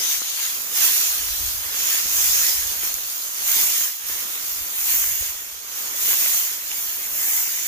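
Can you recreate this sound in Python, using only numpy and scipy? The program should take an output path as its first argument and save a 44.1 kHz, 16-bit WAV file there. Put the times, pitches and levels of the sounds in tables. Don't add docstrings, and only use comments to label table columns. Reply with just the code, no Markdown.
import sys
import numpy as np
from scipy import signal
from scipy.fft import rfft, irfft, next_fast_len
from scipy.io import wavfile
from scipy.ndimage import uniform_filter1d, map_coordinates

SR = 44100
rng = np.random.default_rng(int(sys.argv[2]) if len(sys.argv) > 2 else 0)


def to_wav(s):
    ch = np.atleast_2d(s).T
    pcm = np.round(np.clip(ch, -1, 1) * 32767)
    wavfile.write(sys.argv[1], SR, pcm.astype(np.int16))


N = 338247
SIDES = np.array([[1], [-1]])  # left, right; a balance in dB is the left level minus the right


def amp(db):
    return 10 ** (np.asarray(db) / 20)


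def unit(x):
    return x / np.sqrt(np.mean(x ** 2) + 1e-20)


def curve(rows):
    return np.interp(np.arange(N) / SR, *np.transpose(rows))


def wobble(rate):
    knots = rng.standard_normal(int(N * rate / SR) + 4)
    return map_coordinates(knots, [np.arange(N) * rate / SR])


def coloured(x, points):
    m = 16384
    hz, db = np.transpose(points)
    gain = amp(np.interp(np.log(np.fft.rfftfreq(m, 1 / SR) + 1), np.log(hz + 1), db))
    cepstrum = irfft(np.log(gain), m)
    cepstrum[1:m // 2] *= 2
    cepstrum[m // 2 + 1:] = 0
    response = irfft(np.exp(rfft(cepstrum)), m)
    size = next_fast_len(N + m, real=True)
    return irfft(rfft(x, size) * rfft(response, size), size)[..., :N]


def crackle(spectrum, count, spread_db, lag_s, scatter_s):
    when, size, direction = rng.random(count), rng.standard_normal(count), rng.standard_normal(count)
    size = size * amp(spread_db * rng.standard_normal(count))
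    pad = 64
    left = pad + when * N
    right = left + SR * (lag_s + scatter_s * direction)
    clicks = [np.bincount(np.clip(at, 0, None).astype(int), size, N + pad)[pad:N + pad]
              for at in (left, right)]
    return unit(coloured(np.array(clicks), spectrum))


def patchy(x, depth_db):
    spectra = signal.stft(x, nperseg=512)[2]
    patches = uniform_filter1d(rng.standard_normal(spectra.shape[1:]), size=3, axis=0)
    patches = uniform_filter1d(patches, size=10, axis=1)
    return unit(signal.istft(spectra * amp(depth_db * unit(patches)), nperseg=512)[1][:, :N])


def swell(s, rise, hold, change_db, fall):
    t = np.arange(0, N / SR, .001) - s
    db = rise * np.minimum(t, 0) + change_db * np.clip(t / hold, 0, 1) - fall * np.maximum(t - hold, 0)
    return amp(db) ** 2


def gains(power):
    ms = np.arange(N) / SR * 1000
    return np.array([np.interp(ms, np.arange(len(row)), np.sqrt(row)) for row in power])


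def add(track, s, db, balance_db, shape, lag_s):
    for side, at in enumerate((round(s * SR), round((s + lag_s) * SR))):
        track[side, at:at + len(shape)] += amp(db + balance_db / 2 * SIDES[side, 0]) * shape


# (frequency [Hz], level [dB])
WIND_TONE = [(15, -14), (30, -7), (48, -1.5), (80, -3), (110, -15.5), (200, -43), (1000, -46)]
# (time [s], hold [s], left level [dB], right level [dB])
WIND_GUSTS = [(0.15, 0.16, -50, -40), (1.218, .06, -21, -42), (1.33, .08, -20.5, -26),
              (1.45, 0.12, -24, -18), (1.66, .03, -41, -31), (1.82, 0.051, -33, -26), (2.07, .08, -27, -40),
              (2.24, 0.086, -21, -31), (2.6, .08, -23, -29), (2.77, .05, -40, -28),
              (2.925, 0.059, -36, -27), (3.45, .06, -30, -45), (4.08, .06, -36, -34),
              (4.552, 0.068, -26, -40), (4.95, .08, -26, -41), (5.073, 0.041, -25, -25),
              (5.202, 0.061, -25, -30), (5.3, .08, -33, -45), (5.47, 0.073, -48, -34),
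              (6.774, 0.074, -41, -30)]
# (time [s], level [dB], balance [dB])
WIND_SWIRLS = [(1.236, -23, 19), (1.334, -22, 16), (1.376, -26, -25), (1.409, -20, 24), (1.436, -11, 8),
               (1.454, -16, -8), (1.48, -19, -16), (1.544, -18, -12), (1.59, -26, -16), (1.655, -21, -12),
               (2.055, -23, 16), (2.181, -21, 14), (2.235, -22, -10), (2.27, -24, 14), (2.297, -19, 16),
               (2.615, -27, 16), (2.651, -24, 14), (2.765, -27, -8), (2.991, -32, -14), (4.11, -22, -4),
               (5.005, -23, 16), (5.071, -22, 20), (5.109, -21, -16), (5.209, -12.5, 15), (6.779, -29, -10),
               (6.88, -24, -10)]


def wind():
    calm_power = amp(-42.5) ** 2
    gust_power = sum(swell(s, rise=90, hold=hold, change_db=0, fall=99) * amp(db)[:, None] ** 2
                     for s, hold, *db in WIND_GUSTS)
    lumps = amp(2.8 * np.array([wobble(16), wobble(15)]))
    rumble = unit(lumps * coloured(rng.standard_normal((2, N)), WIND_TONE))
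    track, t = np.zeros((2, N + SR)), np.arange(SR // 8) / SR
    swirl = -1.8 * np.sin(2 * np.pi * 64 * t) * amp(-60 * t / 0.068) * (1 - np.exp(-t / 0.0027))
    for s, db, balance_db in WIND_SWIRLS:
        add(track, s, db, balance_db, swirl, lag_s=0.001)
    return gains(calm_power + gust_power) * rumble + track[:, :N]


# (frequency [Hz], level [dB])
FAR_TONE = [(100, -12.5), (400, 1), (1300, 6), (2500, -10.5), (6000, -12), (16000, -16.5)]
# (time [s], level [dB])
FAR_LEVELS = [(0.0, -23.5), (0.5, -27.5), (0.72, -29), (0.94, -23.5), (2.39, -23), (3.1, -25), (3.67, -26),
              (3.85, -25), (3.97, -31), (4.2, -22.5), (5.02, -27), (5.47, -28.5), (6.24, -22), (6.51, -28),
              (7.2, -27.5), (7.67, -30)]


def far_walker():
    rustle = crackle(FAR_TONE, count=200000, spread_db=2.5, lag_s=-.0003, scatter_s=.0001)
    return amp(curve(FAR_LEVELS) + 1.1 * wobble(4.7) - SIDES) * rustle


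# (frequency [Hz], level [dB])
SWISH_TONE = [(4500, -29), (5600, -9), (6000, -1), (6400, -6), (7500, -37)]


def swish():
    level_db, balance_db = -20.5, 11
    hiss = unit(coloured(rng.standard_normal((2, N)), SWISH_TONE))
    power = swell(0.046, rise=62, hold=0.1, change_db=0.17, fall=150)
    return amp(level_db + balance_db / 2 * SIDES) * gains([power]) * hiss


# (time [s], level [dB], pitch [Hz], balance [dB])
BOOT_STEPS = [(0.217, -3, 486, 1), (0.576, -15, 620, -4), (1.1226, -13, 520, 0), (1.232, -16, 510, -1),
              (1.69, -20, 590, -4), (1.948, 0, 724, -4), (2.055, -15, 520, -10), (2.147, -2, 600, 1),
              (2.056, -15, 191, -6), (2.209, -5, 590, -5), (2.526, -12, 566, -7), (2.581, -24, 360, -4),
              (2.834, -8, 427, -5), (2.9004, -14, 540, -14), (3.291, -22, 556, -9), (3.565, -6, 362, 2),
              (4.098, -11, 342, 0), (4.252, -16, 220, -4), (4.36, -10, 450, 1), (4.9395, -13, 270, -1),
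              (5.225, -4, 530, 0), (5.42, -18, 370, -12.5), (5.646, -15, 480, -3), (5.947, -8, 520, -5),
              (6.084, -8, 440, 10), (6.129, -14, 540, -1), (6.2582, -8, 600, 7), (6.5144, -10, 390, 1),
              (6.779, -21, 220, -6), (6.847, -13, 600, -2), (7.152, -7.5, 560, 5), (7.474, -17, 340, -5)]


def boots():
    track, t = np.zeros((2, N + SR)), np.arange(SR // 20) / SR
    onset = 1 - np.exp(-t / 0.00052)
    for s, db, hz, balance_db in BOOT_STEPS:
        push = amp(-60 * t * hz / 6) * np.cos(2 * np.pi * hz * t)
        add(track, s, db, balance_db, push * onset, lag_s=.0001)
    return track[:, :N]


# (time [s], level [dB], balance [dB])
BLADE_FLICKS = [(0.6191, -10, -9), (0.696, -12, -4), (1.3995, -9, -2), (2.8345, -9, -3), (2.8524, -8, -2),
                (2.9418, 0, -7), (2.9518, -6, -5), (3.1786, -13, -4), (3.5174, 3, -5), (3.5611, 0, -3),
                (3.5815, -3, -3), (4.189, -11, -1), (5.0414, -6, -6), (5.1552, -2, -6), (5.7725, -12, -4),
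                (6.0328, -5, -2), (6.772, -10, -6), (6.895, -5, 2), (6.9317, -12, -7), (7.152, -7, -5)]


def blade_flicks():
    track, t = np.zeros((2, N + SR)), np.arange(SR // 20) / SR
    for s, db, balance_db in BLADE_FLICKS:
        hz = 12000 * np.exp(0.074 * rng.standard_normal())
        tones = np.sin(2 * np.pi * hz * t) + 0.68 * np.sin(2 * np.pi * .55 * hz * t)
        tick = tones * amp(-60 * t / 0.0036)
        add(track, s, db, balance_db, tick / np.abs(tick).max(), lag_s=0.00008)
    return track[:, :N]


# (time [s], level [dB], pitch [Hz], balance [dB], delay on the right [ms])
STALK_SNAPS = [(0.22, -7, 1300, 0, .03), (0.43, -11, 2410, 3, .1), (0.671, -12, 1220, -3, 0.082),
               (0.828, -9, 3090, 2, .07), (1.287, -14, 1990, 0, 0), (1.7448, -7.5, 1450, -4, 0.14),
               (2.0678, -13, 2250, 3, .18), (2.444, -14, 2670, -1, .2), (2.4906, -3, 2050, -2, 0.22),
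               (2.8255, -11, 2740, 0, 0.089), (2.834, -6, 2160, 0, .11), (2.851, -9, 1500, 2, .14),
               (2.8718, -10, 2000, 3, .1), (2.9843, -13, 1690, -3, 0.072), (3.704, -13, 2090, -2, 0.22),
               (3.812, -5.5, 1390, -1, 0.049), (4.1, -13, 1500, 0, .1), (4.227, -14, 1300, 0, .1),
               (4.355, -10, 3380, -3, 0.12), (4.94, -7, 1960, 0, 0.093), (5.0415, -6, 1890, 3, .07),
               (6.1313, 0, 2350, 2, 0.13), (6.1444, -6, 2100, -6, 0.2), (6.2599, -3, 2000, 0, .16),
               (6.2614, -3, 2300, -3, .16), (6.305, -11, 2390, 1, .18), (6.344, -13, 1150, 2, .1),
               (6.367, -14, 1600, -2, 0.22), (6.582, -16, 1300, 0, 0), (6.7163, -4.5, 2800, 0, 0.12),
               (7.5922, -16, 2660, -6, 0.12), (7.612, -12, 2390, 4, 0.091)]


def stalk_snaps():
    track, t = np.zeros((2, N + SR)), np.arange(SR // 20) / SR
    for s, db, hz, balance_db, lag_ms in STALK_SNAPS:
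        ring = amp(-60 * t / 0.005) * (np.sin(2 * np.pi * hz * t) + 0.23 * np.cos(np.pi * hz * t))
        bend = 0.22 * amp(-60 * t / 0.017) * np.cos(2 * np.pi * hz / 4 * t)
        crack = 0.45 * amp(-60 * t / 0.0033) * uniform_filter1d(rng.standard_normal(len(t)), size=4)
        add(track, s, db, balance_db, ring + bend + crack, lag_s=lag_ms / 1000)
    return track[:, :N]


# (frequency [Hz], level [dB])
MAT_TONE = [(80, -5), (150, -3), (500, 1.5), (900, -4), (3000, -21.5)]
# (time [s], level [dB])
MAT_LEVELS = [(0, -28.5), (.35, -42), (.8, -30.5), (1.5, -36), (2.0, -34), (2.3, -35), (2.52, -28),
              (2.75, -37), (3.3, -38), (3.55, -29), (3.95, -47), (4.2, -33), (4.6, -34), (5.0, -34.5),
              (5.6, -41.5), (6.1, -27), (6.6, -38.5), (7.15, -30), (7.4, -36), (7.67, -30)]


def dead_grass(stem_gain):
    crunch = crackle(MAT_TONE, count=20000, spread_db=0, lag_s=.0001, scatter_s=.00029)
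    return (amp(curve(MAT_LEVELS)) + amp(-17) * stem_gain) * amp(2.25 * wobble(14)) * crunch


# (frequency [Hz], level [dB])
TIP_TONE = [(3000, -39), (8000, 1), (11000, -1), (16000, 1.5)]
BLADE_TONE = [(300, -40), (1500, -11.5), (3000, -2.5), (5000, -1), (9000, 1), (16000, -12)]
STEM_TONE = [(100, -19), (400, -12.5), (900, 3.5), (2000, 2), (3500, 2.5), (7000, -40.5), (16000, -52)]
# (frequency [Hz], change [dB])
DRIFT_TONE = [(800, 1.5), (1400, -3), (2000, 2.5), (2500, -0.5), (3200, -3.5), (4300, -3.5), (5500, 1.5),
              (7000, 2.5), (9000, -2)]
# (time [s], share [0-1])
DRIFT_SHARE = [(0, 0.24), (1.5, 0.13), (2.3, 0.82), (3, 0.1), (3.7, 0.66), (4.4, 0.14), (5.1, 0.74),
               (5.8, 0.45), (6.8, 0.46), (7.3, 1), (7.67, 1)]


def standing_grass(blade_gain, tip_gain, stem_gain):
    bunch = wobble(20)
    tips = crackle(TIP_TONE, count=400000, spread_db=1.5, lag_s=.00015, scatter_s=.0001)
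    blades = crackle(BLADE_TONE, count=250000, spread_db=0.5, lag_s=.00015, scatter_s=.00008)
    stems = crackle(STEM_TONE, count=60000, spread_db=0, lag_s=.00011, scatter_s=.00005)
    stalks = crackle(BLADE_TONE, count=2500, spread_db=2, lag_s=.00015, scatter_s=.00017)
    fizz = tip_gain * amp(0.73 * bunch + 0.25 * wobble(5.2)) * patchy(tips, depth_db=1.5)
    sweep = blade_gain * amp(0.14 * bunch + 0.43 * wobble(6.8)) * patchy(blades, depth_db=2.5)
    crush = stem_gain * amp(0.64 * bunch + 0.89 * wobble(8.2)) * patchy(stems, depth_db=3)
    rustle = fizz + sweep + crush + blade_gain * amp(-19) * stalks
    share = curve(DRIFT_SHARE)
    return (1 - share) * rustle + share * coloured(rustle, DRIFT_TONE)


# (end of rise [s], rise [dB/s], hold [s], change while held [dB],
# fall [dB/s], blade level [dB], tips above blades [dB], stems above blades [dB])
LEG_SWEEPS = [(0.067, 53, 0.058, 0, 76, -13, -3, -7.5), (0.218, 60, .08, -1.5, 40, -20.5, -6, -10),
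              (0.405, 40, 0.036, 0, 56, -14.5, -8, -8.5), (0.563, 42, 0.12, -1, 60, -28.5, 11, -4),
              (0.765, 260, 0.081, 4, 29, -13, 2, -8.5), (1.048, 35, 0.028, -0.5, 60, -14, -2.5, -12),
              (1.296, 50, 0.18, 1, 35, -19.5, 0.5, -9.5), (1.62, 24, .05, -5, 30, -29, 6, -13),
              (1.824, 57, 0.16, 0.5, 65, -13.5, 0.5, -7.5), (2.192, 81, 0.3, -2, 48, -9.5, 3, -10),
              (2.72, 53, 0.044, -5, 55, -17, 0, -10), (2.843, 120, .02, -0.5, 111, -16, 2.5, -8.5),
              (2.956, 100, 0.3, 2, 42, -22, 1, -27.5), (3.494, 101, 0.024, -2, 48, -16.5, 3, -5.5),
              (3.557, 72, 0.29, -3, 103, -11.5, 3.5, -8.5), (4.086, 106, .02, 0.5, 60, -20.5, 2.5, -7),
              (4.178, 61, 0.023, 0.5, 80, -23.5, 1, -12), (4.324, 46, 0.25, 1, 34, -21.5, 2, -12),
              (4.896, 59, 0.069, 1, 37, -16, 8, -4.5), (5.19, 35, 0.053, 3.5, 62, -21, -1, -8),
              (5.785, 78, 0.036, 0.5, 39, -21, 3, -9.5), (6.03, 115, 0.34, 1.5, 62, -15.5, 6, -7),
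              (6.496, 10.5, 0.038, 1, 90, -21.5, -9, -21), (6.72, 62, 0.21, -0.5, 40, -21, 4.5, -6.5),
              (7.245, 50, 0.12, 1, 43, -19.5, 11, -2), (7.5, 42, .2, 2, 30, -20, 3, -8)]
# (blade level [dB], tip level [dB], stem level [dB])
SETTLING_GRASS = [-30, -35, -36.5]
# (time [s], balance [dB])
LEG_BALANCE = [(0, 3.5), (0.42, 3.5), (0.64, -1), (1.1, 1), (1.7, 1), (2.4, 1), (2.9, 1), (4.2, 0), (5, 1),
               (5.9, 0.5), (7, 0.5), (7.4, 1.5), (7.67, 0.5)]


def near_walker():
    power = amp(SETTLING_GRASS)[:, None] ** 2
    for *shape, db, tips_db, stems_db in LEG_SWEEPS:
        power = power + swell(*shape) * amp([[db], [db + tips_db], [db + stems_db]]) ** 2
    blade_gain, tip_gain, stem_gain = gains(power)
    grass = standing_grass(blade_gain, tip_gain, stem_gain) + dead_grass(stem_gain)
    return amp(curve(LEG_BALANCE) / 2 * SIDES) * grass


def scene():
    return wind() + far_walker() + swish() + boots() + blade_flicks() + stalk_snaps() + near_walker()


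# (frequency [Hz], gain [dB])
LEFT_MIC_TONE = [(100, -23.5), (300, -24), (700, -25.5), (1300, -19), (2000, -14.5), (2800, -11.5),
                 (4500, -10.5), (5600, -12), (6800, -9.5), (7900, -19.5), (10500, -12), (12400, -7),
                 (13700, -5), (15400, -5)]
RIGHT_MIC_TONE = [(100, -23), (300, -22), (700, -22.5), (1300, -16.5), (2100, -11), (4200, -9.5),
                  (5500, -8), (6600, -3.5), (8200, -15.5), (9000, -12.5), (11300, -8.5), (12500, -2),
                  (13400, -4), (15400, -7)]


def record(dry):
    top_hz = 15520
    heard = np.array([coloured(dry[0], LEFT_MIC_TONE), coloured(dry[1], RIGHT_MIC_TONE)])
    size = next_fast_len(N + 4096)
    kept = np.fft.rfftfreq(size, 1 / SR) < top_hz
    return irfft(rfft(heard, size) * kept, size)[:, :N]


dry = scene()
out = record(dry)
to_wav(out)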